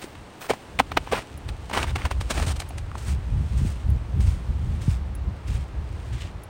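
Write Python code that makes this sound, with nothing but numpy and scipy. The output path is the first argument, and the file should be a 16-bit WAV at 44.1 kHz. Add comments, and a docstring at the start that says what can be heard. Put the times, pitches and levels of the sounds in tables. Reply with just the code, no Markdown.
"""Footsteps on a thawing shore

Thin ice crust snaps, crumbles and grinds under the first steps, then the boots scuff softly
through damp sand. Sleeves swish with the arms and a small metal tag ticks once a stride.
Wind buffets the microphone over a faint open-air rush and a thin, high hiss."""
import sys
import numpy as np
from scipy.fft import rfft, irfft, next_fast_len
from scipy.io import wavfile
from scipy.ndimage import uniform_filter1d, map_coordinates

SR = 44100
rng = np.random.default_rng(int(sys.argv[2]) if len(sys.argv) > 2 else 0)


def int16_out(signal):
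    """Quantize to a 16-bit WAV file."""
    q = np.round(np.clip(np.atleast_2d(signal).T, -1, 1) * 32767)
    wavfile.write(sys.argv[1], SR, q.astype(np.int16))


N = 286209


def amp(db):
    return 10 ** (np.asarray(db) / 20)


def clock():
    return np.arange(N) / SR


def unit(x):
    return x / np.sqrt(np.mean(x ** 2) + 1e-20)


def even(x, span):
    """Hold the rms near 1 over every span seconds; finer detail stays."""
    return x / np.sqrt(np.abs(uniform_filter1d(x ** 2, max(int(span * SR), 2))) + 1e-12)


def curve(points):
    """Straight lines through (time, value) points, one value a sample."""
    return np.interp(clock(), *np.transpose(points))


def filtered(x, response):
    """Filter x by a gain given as a function of frequency."""
    size = next_fast_len(N + 8192)
    return irfft(rfft(x, size) * response(np.fft.rfftfreq(size, 1 / SR)), size)[:N]


def coloured(x, spectrum):
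    """Shape x with a (frequency [Hz], gain [dB]) curve, at rms 1."""
    freqs, db = np.transpose(spectrum)
    return unit(filtered(x, lambda hz: amp(np.interp(np.log(hz + 1), np.log(freqs), db))))


def noise(spectrum):
    return coloured(rng.standard_normal(N), spectrum)


def add(track, s, sound):
    """Mix a sound in at s seconds."""
    part = track[max(round(s * SR), 0):][:len(sound)]
    part += sound[:len(part)]


def wobble(rate):
    """A smooth random curve, rate knots a second."""
    return map_coordinates(rng.standard_normal(512), [clock() * rate], mode="wrap")


def swell(s, attack, hold, release):
    """An envelope that peaks at s seconds and holds; attack and release each span 20 dB."""
    after = clock() - s
    return amp(-20 * np.clip(np.maximum(-after / attack, (after - hold) / release), 0, 10))


def stroke(start, end, fade_db, edge):
    """Pressure of a sliding sole: it comes on within edge seconds, eases by fade_db and lets go."""
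    t = clock()
    progress = np.clip((t - start) / max(end - start, .005), 0, 1)
    gate = np.clip(np.minimum(t - start, end - t) / edge + .5, 0, 1)
    return gate * amp(-fade_db * progress)


def crackle(spectrum, rate, scatter_db, hiss):
    """Tiny clicks of unequal size, rate a second, over a hiss of finer ones."""
    sizes = rng.choice([-1, 1], N) * amp(scatter_db * rng.standard_normal(N))
    clicks = unit(sizes * (rng.random(N) < rate / SR))
    return coloured(clicks + hiss * rng.standard_normal(N), spectrum)


def open_air():
    """The faint, steady rush of the open shore."""
    # colour of the rush: (frequency [Hz], gain [dB])
    air_eq = [(100, -3.5), (300, 3), (500, -1), (950, -3), (1400, -8), (2300, -13), (4000, -20.5),
              (7000, -30.5), (12000, -44)]
    return amp(-46) * noise(air_eq)


def high_hiss():
    """A thin hiss in the top octave flares early and soon fades."""
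    # envelope of the hiss: (time [s], level [dB])
    envelope = [(0, -50), (.3, -83), (.39, -64), (.42, -41), (.52, -58), (.56, -60), (.7, -75), (1.15, -66),
                (1.5, -76), (3, -76)]
    # its colour: (frequency [Hz], gain [dB])
    hiss_eq = [(8000, -30), (10500, 0), (12800, -8), (14500, 4), (16000, 8)]
    return amp(curve(envelope)) * noise(hiss_eq)


def wind():
    """A fluttering breeze and short gusts roll large and small eddies over the microphone."""
    # wind between the gusts: (time [s], level [dB])
    breeze = [(0, -54.5), (.55, -55), (.85, -41), (1.35, -43.5), (1.9, -33.5), (2.65, -37.5), (3.3, -34),
              (4.0, -32), (4.6, -31), (5.4, -34), (5.69, -40.5), (5.95, -33), (6.49, -43.5)]
    # gusts: (centre [s], length [s], buffeting [dB], small eddies [dB])
    gusts = [(0.516, 0.058, -44, -37), (.8, .06, -38, -38), (0.938, 0.15, -41, -39),
             (1.16, .14, -38, -40.5), (1.484, 0.17, -32.5, -55), (1.922, 0.19, -27.5, -36.5),
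             (2.059, 0.047, -22, -36), (2.197, 0.23, -24, -40), (2.447, 0.29, -22.5, -33.5),
             (2.806, 0.29, -31.5, -44.5), (3.13, 0.2, -22.5, -33.5), (3.37, 0.23, -22, -26),
             (3.608, 0.22, -22, -29), (3.91, 0.16, -19, -27.5), (4.181, 0.13, -20.5, -25),
             (4.326, 0.23, -25, -31.5), (4.498, 0.068, -21, -26.5), (4.69, 0.42, -29, -32.5),
             (4.911, 0.1, -22.5, -35), (5.12, 0.054, -31, -42), (5.285, 0.11, -25.5, -36),
             (5.56, 0.24, -25, -35.5), (5.8, 0.13, -26.5, -36), (6.144, .08, -28, -36),
             (6.248, 0.11, -31, -40), (6.378, .07, -33, -40.5)]
    # deep buffeting of large eddies: (frequency [Hz], gain [dB])
    buffet_eq = [(20, -63), (30, -16), (45, -4), (67, 2.5), (100, -7), (135, -16.5), (220, -71), (400, -82)]
    # rumble of small eddies: (frequency [Hz], gain [dB])
    eddy_eq = [(60, -31), (105, 6.5), (140, 1), (190, -5), (270, -18), (450, -28.5), (1000, -65)]
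    breeze_db = curve(breeze) + 5 * wobble(rate=14)
    eddy_db = -44 + 0.53 * (breeze_db - np.median(breeze_db))  # small eddies follow the breeze gently
    buffet_power, eddy_power = amp(breeze_db) ** 2, amp(eddy_db) ** 2
    for s, length, gust_buffet_db, gust_eddy_db in gusts:
        arch = np.cos(np.pi * np.clip((clock() - s) / length, -.5, .5))
        buffet_power += (amp(gust_buffet_db) * arch) ** 2
        eddy_power += (amp(gust_eddy_db) * arch) ** 2
    buffeting = np.sqrt(buffet_power) * even(noise(buffet_eq), span=0.0553)
    eddies = np.sqrt(eddy_power) * even(noise(eddy_eq), span=0.041)
    return buffeting + eddies


def wind_thuds():
    """A few eddies hit the microphone port as thuds that dive in pitch."""
    # eddy hits: (time [s], level [dB], scale of the pitch dive [Hz])
    thuds = [(3.613, -24, 326), (3.648, -20.5, 305), (4.879, -10, 206)]
    out, t = np.zeros(N), np.arange(SR // 6) / SR
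    age = t / 0.0085  # reaches 1 as the envelope peaks
    envelope = age * np.exp(1 - age)
    for s, db, scale_hz in thuds:
        hz = scale_hz * (0.242 + np.exp(-t / 0.0068))
        add(out, s, amp(db) * envelope * np.sin(2 * np.pi * np.cumsum(hz) / SR))
    return out


def sleeves():
    """A sleeve rubs once with every swing of the arms."""
    # arm swings: (time [s], level [dB])
    swings = [(0.0, -52.5), (.56, -53), (1.1, -51), (1.8, -52), (2.42, -48), (3.08, -58), (3.62, -50.5),
              (4.36, -56), (4.75, -55), (5.48, -60.5), (6.08, -55)]
    # colour of rubbing cloth: (frequency [Hz], gain [dB])
    cloth_eq = [(500, -4), (2800, 9.5), (5000, 2), (7200, 0), (8800, 3.5), (10200, -8.5), (12800, -14),
                (14800, -11), (16000, -10)]
    power = sum((amp(db) * swell(s, attack=0.77, hold=0, release=0.68)) ** 2 for s, db in swings)
    return np.sqrt(power) * crackle(cloth_eq, rate=3600, scatter_db=7.5, hiss=1.2)


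def metal_tag():
    """A small tag, like a zip pull, swings against its slider once a stride: a ring and a rattle."""
    # ticks: (time [s], level [dB])
    ticks = [(1.374, -36.5), (2.688, -31.5), (3.900, -37.5), (5.1505, -33.5), (6.434, -34.5)]
    # modes of the tag: (frequency [Hz], relative level [dB], time to fall 60 dB [s])
    modes = [(8800, -11, .02), (10500, -7, 0.029), (10650, -10.5, 0.05), (14000, -34, 0.033),
             (14700, -32, 0.032), (15200, -31, .025)]
    out, t = np.zeros(N), np.arange(SR // 10) / SR
    attack = 1 - np.exp(-t / 0.0011)
    for s, db in ticks:
        ring = np.zeros(len(t))
        for hz, mode_db, t60 in modes:
            decay = amp(mode_db + rng.standard_normal() - 60 * t / t60)
            ring += decay * np.sin(2 * np.pi * (hz * t + rng.random()))
        rattle = amp(-8 - 60 * t / 0.027) * np.diff(rng.standard_normal(len(t) + 1))
        add(out, s, amp(db) * (ring + rattle) * attack)
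    return out


def sand_steps():
    """The heel scuffs, the sole rolls, the toe pushes off: fine grains hiss, coarse ones scrape."""
    # steps: (heel lands [s], toe delay [s], heel [dB], toe [dB], scrape against the hiss [dB])
    steps = [(2.982, 0.1, -42, -40.5, -7.5), (3.578, 0.088, -43.5, -45.5, -11),
             (4.208, .065, -43, -46, -5.5), (4.82, .078, -43.5, -45.5, -6), (5.48, 0.06, -44, -48.5, -2),
             (6.133, 0.077, -51, -52, 6.5)]
    # hiss of fine damp sand: (frequency [Hz], gain [dB])
    fine_eq = [(200, -1), (700, -4), (1400, -1), (3000, -7), (5000, -6.5), (7500, -7), (8800, -4),
               (10200, -16), (12800, -20), (14800, -20), (16000, -15)]
    # scrape of coarse grains under the tread: (frequency [Hz], gain [dB])
    coarse_eq = [(900, -14), (1900, 0), (2700, 1), (3500, -1.5), (4500, -8.5), (8000, -13), (12000, -36)]
    contact_s, lift_s = .17, 0.045  # the sole stays in the sand, then leaves it
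    fine = even(crackle(fine_eq, rate=1300, scatter_db=4.0, hiss=1.0), span=0.032)
    coarse = even(crackle(coarse_eq, rate=700, scatter_db=4.5, hiss=0.9), span=0.053)
    out = np.zeros(N)
    for heel_s, toe_delay, heel_db, toe_db, scrape_db in steps:
        toe_s = heel_s + toe_delay
        heel = amp(heel_db) * swell(heel_s, attack=0.016, hold=0, release=0.041)
        toe = amp(toe_db) * swell(toe_s, attack=0.043, hold=0.014, release=0.15)
        roll = amp(heel_db - 7) * stroke(heel_s, toe_s, fade_db=0, edge=.02)
        contact = np.clip((heel_s + contact_s - clock()) / lift_s + .5, 0, 1)
        push = np.sqrt(heel ** 2 + toe ** 2 + roll ** 2) * contact
        scrape = amp(heel_db + scrape_db) * (push / amp(heel_db)) ** 0.86  # hard pushes sound finer
        out += push * fine + scrape * coarse
    return out * amp(1.34 * wobble(rate=70))  # the tread catches unevenly


def snap(hz, cycles, sag, push):
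    """A plate of crust gives way: a short ring bent flat by sag, and a hollow push of air from below."""
    t = np.arange(SR // 20) / SR
    turns = hz * t
    phase = 2 * np.pi * turns * (1 - sag * (1 - np.exp(-turns / 4)))
    ring = np.sin(phase) * np.exp(-turns / cycles) * (1 - np.exp(-turns * 3.9))
    hollow = np.sin(2 * np.pi * 255 * t) * np.exp(-t / 0.0052) * (1 - np.exp(-t / 0.0045))
    return ring + push * min(1, 800 / hz) * hollow  # small, high plates push less air


def shards(pitch_hz, rate, spread, cycles, scatter_db):
    """Loose flakes of ice clink briefly, each at its own pitch around the curve pitch_hz."""
    count = int(rate * N / SR)
    position, sustain = rng.random((count, 2)).T
    size, detune = rng.standard_normal((count, 2)).T
    onsets = (position * N).astype(int)
    hz = np.minimum(pitch_hz[onsets] * np.exp(spread * detune), 9000)
    lag = np.arange(SR // 50)
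    turns = hz[:, None] * lag / SR
    decay = np.exp(-turns / (cycles * (.5 + sustain[:, None])))
    rings = amp(scatter_db * size)[:, None] * np.sin(2 * np.pi * turns) * decay
    return unit(np.bincount((onsets[:, None] + lag).ravel(), rings.ravel(), N)[:N])


def chips(grinding, pitch_hz, rate, gain_db, scatter_db):
    """Small plates give way at random while the sole grinds."""
    out, count = np.zeros(N), int(rate * N / SR)
    for at, (size, detune) in zip(rng.integers(N, size=count), rng.standard_normal((count, 2))):
        if grinding[at] > 0:
            ring = snap(pitch_hz[at] * np.exp(0.317 * detune), cycles=2.4, sag=0.13, push=.05)
            add(out, at / SR, grinding[at] * amp(gain_db - scatter_db * size) * ring)
    return out


def ice_steps():
    """Crackle swells up to each snap of the crust and dies away; the sole grinds the broken pieces."""
    # the crust breaks: (time [s], snap [dB], pitch [Hz], crumbs [dB], grit [dB], burst length [s])
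    cracks = [(0.025, -40, 1510, -38, -41.5, 0.05), (.042, -22, 363, -41, -41, 0.025),
              (0.1533, -35, 1400, -32.5, -58, 0.006), (.497, -10.5, 774, -28, -37, 0.037),
              (.505, -6.5, 480, -20, -31, .03), (.512, -8, 830, -30, -33, 0.0096),
              (.536, -17, 816, -33.5, -43.5, 0.034), (.7905, -3, 2510, -21, -27, 0.0062),
              (.797, -30, 1490, -13.5, -28, 0.019), (.801, 3, 853, -13.5, -31, 0.011),
              (.919, -24, 1350, -25.5, -42, 0.015), (.9725, -7.5, 1360, -10.5, -32.5, 0.014),
              (.9754, -9.5, 860, -16.5, -33, 0.0078), (1.074, -21, 985, -41.5, -64, 0.062),
              (1.124, -8.5, 765, -34, -32, 0.015), (1.131, -9, 523, -23, -48, 0.042),
              (1.49, -20.5, 3870, -35, -44, 0.031), (1.699, -19.5, 890, -37, -42.5, 0.02),
              (1.714, -17, 935, -34, -48, 0.027), (1.734, -23, 1090, -23.5, -36, .023),
              (1.775, -25, 1510, -18.5, -34, 0.034), (1.83, -10, 2970, -24.5, -32.5, 0.028),
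              (1.842, -14, 1060, -33, -47, 0.045), (1.96, -24, 830, -23, -33.5, .023),
              (2.019, -19, 2130, -36, -46, .008), (2.055, -11.5, 1040, -24.5, -36, 0.032),
              (2.113, -14, 1150, -27, -37.5, 0.027), (2.212, -21.5, 1060, -33, -35.5, .027),
              (2.308, -38, 860, -21.5, -25.5, 0.035), (2.378, -32, 990, -27, -36, 0.047),
              (2.4, -16, 760, -27.5, -35, 0.012), (2.427, -23, 553, -28, -35, 0.031),
              (2.565, -31, 1810, -39, -38, 0.022), (2.602, -22.5, 760, -32, -29.5, 0.022),
              (2.62, -32, 710, -33.5, -44, 0.025), (2.707, -24, 770, -39, -51, 0.0094),
              (2.783, -20, 2820, -40, -38.5, 0.023), (2.916, -22, 1230, -47, -54, .01),
              (2.954, -17, 1050, -42, -50, 0.026)]
    # the sole grinds: (start [s], end [s], grinding [dB], grit [dB], shard pitch [Hz])
    grinds = [(0.409, 0.472, -39, -45, 1400), (1.116, 1.195, -27.5, -40.5, 1120),
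              (1.192, 1.234, -42, -48, 1950), (1.735, 1.824, -28, -38, 1350),
              (1.869, 1.917, -36.5, -45.5, 2100), (1.979, 2.06, -39.5, -50, 1650),
              (2.337, 2.458, -37, -41, 876), (2.464, 2.528, -34.5, -35.5, 980)]
    # body of the crunch, from crumbling crust: (frequency [Hz], gain [dB])
    crumb_eq = [(110, -21), (240, 2), (480, -1.5), (850, 0), (1600, -3.5), (2600, -5), (4000, -13),
                (6000, -24), (9000, -54), (11000, -47), (16000, -24)]
    # bright top of the crunch, from fine grit: (frequency [Hz], gain [dB])
    grit_eq = [(300, -25), (1500, -8), (3000, 1.5), (6500, -1), (7600, -2), (8900, 2.5), (10200, -10.5),
               (12800, -17.5), (14500, -13), (16000, -29)]
    build_share = .33  # part of a burst that comes before its snap
    snaps, crumb_power, grit_power, grinding = np.zeros((4, N))
    t = clock()
    for s, snap_db, hz, crumbs_db, grit_db, length in cracks:
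        add(snaps, s, amp(snap_db) * snap(hz, cycles=1.41, sag=0.09, push=0.28))
        burst = swell(s, attack=length * build_share, hold=0, release=length * (1 - build_share))
        burst *= np.abs(t - s) < .08
        crumb_power += (amp(crumbs_db) * burst) ** 2
        grit_power += (amp(grit_db) * burst) ** 2
    shard_hz = np.full(N, 1200.)
    for start, end, grind_db, grit_db, hz in grinds:
        pressure = stroke(start, end, fade_db=4, edge=0.0085)
        grinding += amp(grind_db) * pressure
        grit_power += (amp(grit_db) * pressure) ** 2
        shard_hz[t > start - .01] = hz
    crumb_power += (amp(-1) * grinding) ** 2
    crumbs = even(crackle(crumb_eq, rate=1500, scatter_db=3, hiss=0.5), span=0.0093)
    grit = even(crackle(grit_eq, rate=1700, scatter_db=1.5, hiss=0.67), span=0.051)
    crunch = np.sqrt(crumb_power) * crumbs + np.sqrt(grit_power) * grit
    clinks = even(shards(shard_hz, rate=300, spread=0.353, cycles=5.4, scatter_db=5.0), span=0.041)
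    chipping = chips(grinding, shard_hz, rate=45, gain_db=5.5, scatter_db=4)
    return snaps + crunch + amp(-5) * grinding * clinks + chipping


def scene():
    """The walker, the wind and the shore, mixed to mono."""
    steps = ice_steps() + sand_steps()
    return (steps + metal_tag() + wind() + wind_thuds() + sleeves() + open_air() + high_hiss())[None]


def record(dry):
    """Soft clipping rounds off the loudest snaps, and a steep low-pass cuts the very top."""
    ceiling, top_hz = .88, 15850
    rounded = dry[0] / (1 + np.abs(dry[0] / ceiling) ** 4) ** .25
    return filtered(rounded, lambda hz: hz < top_hz)[None]


dry = scene()
out = record(dry)
int16_out(out)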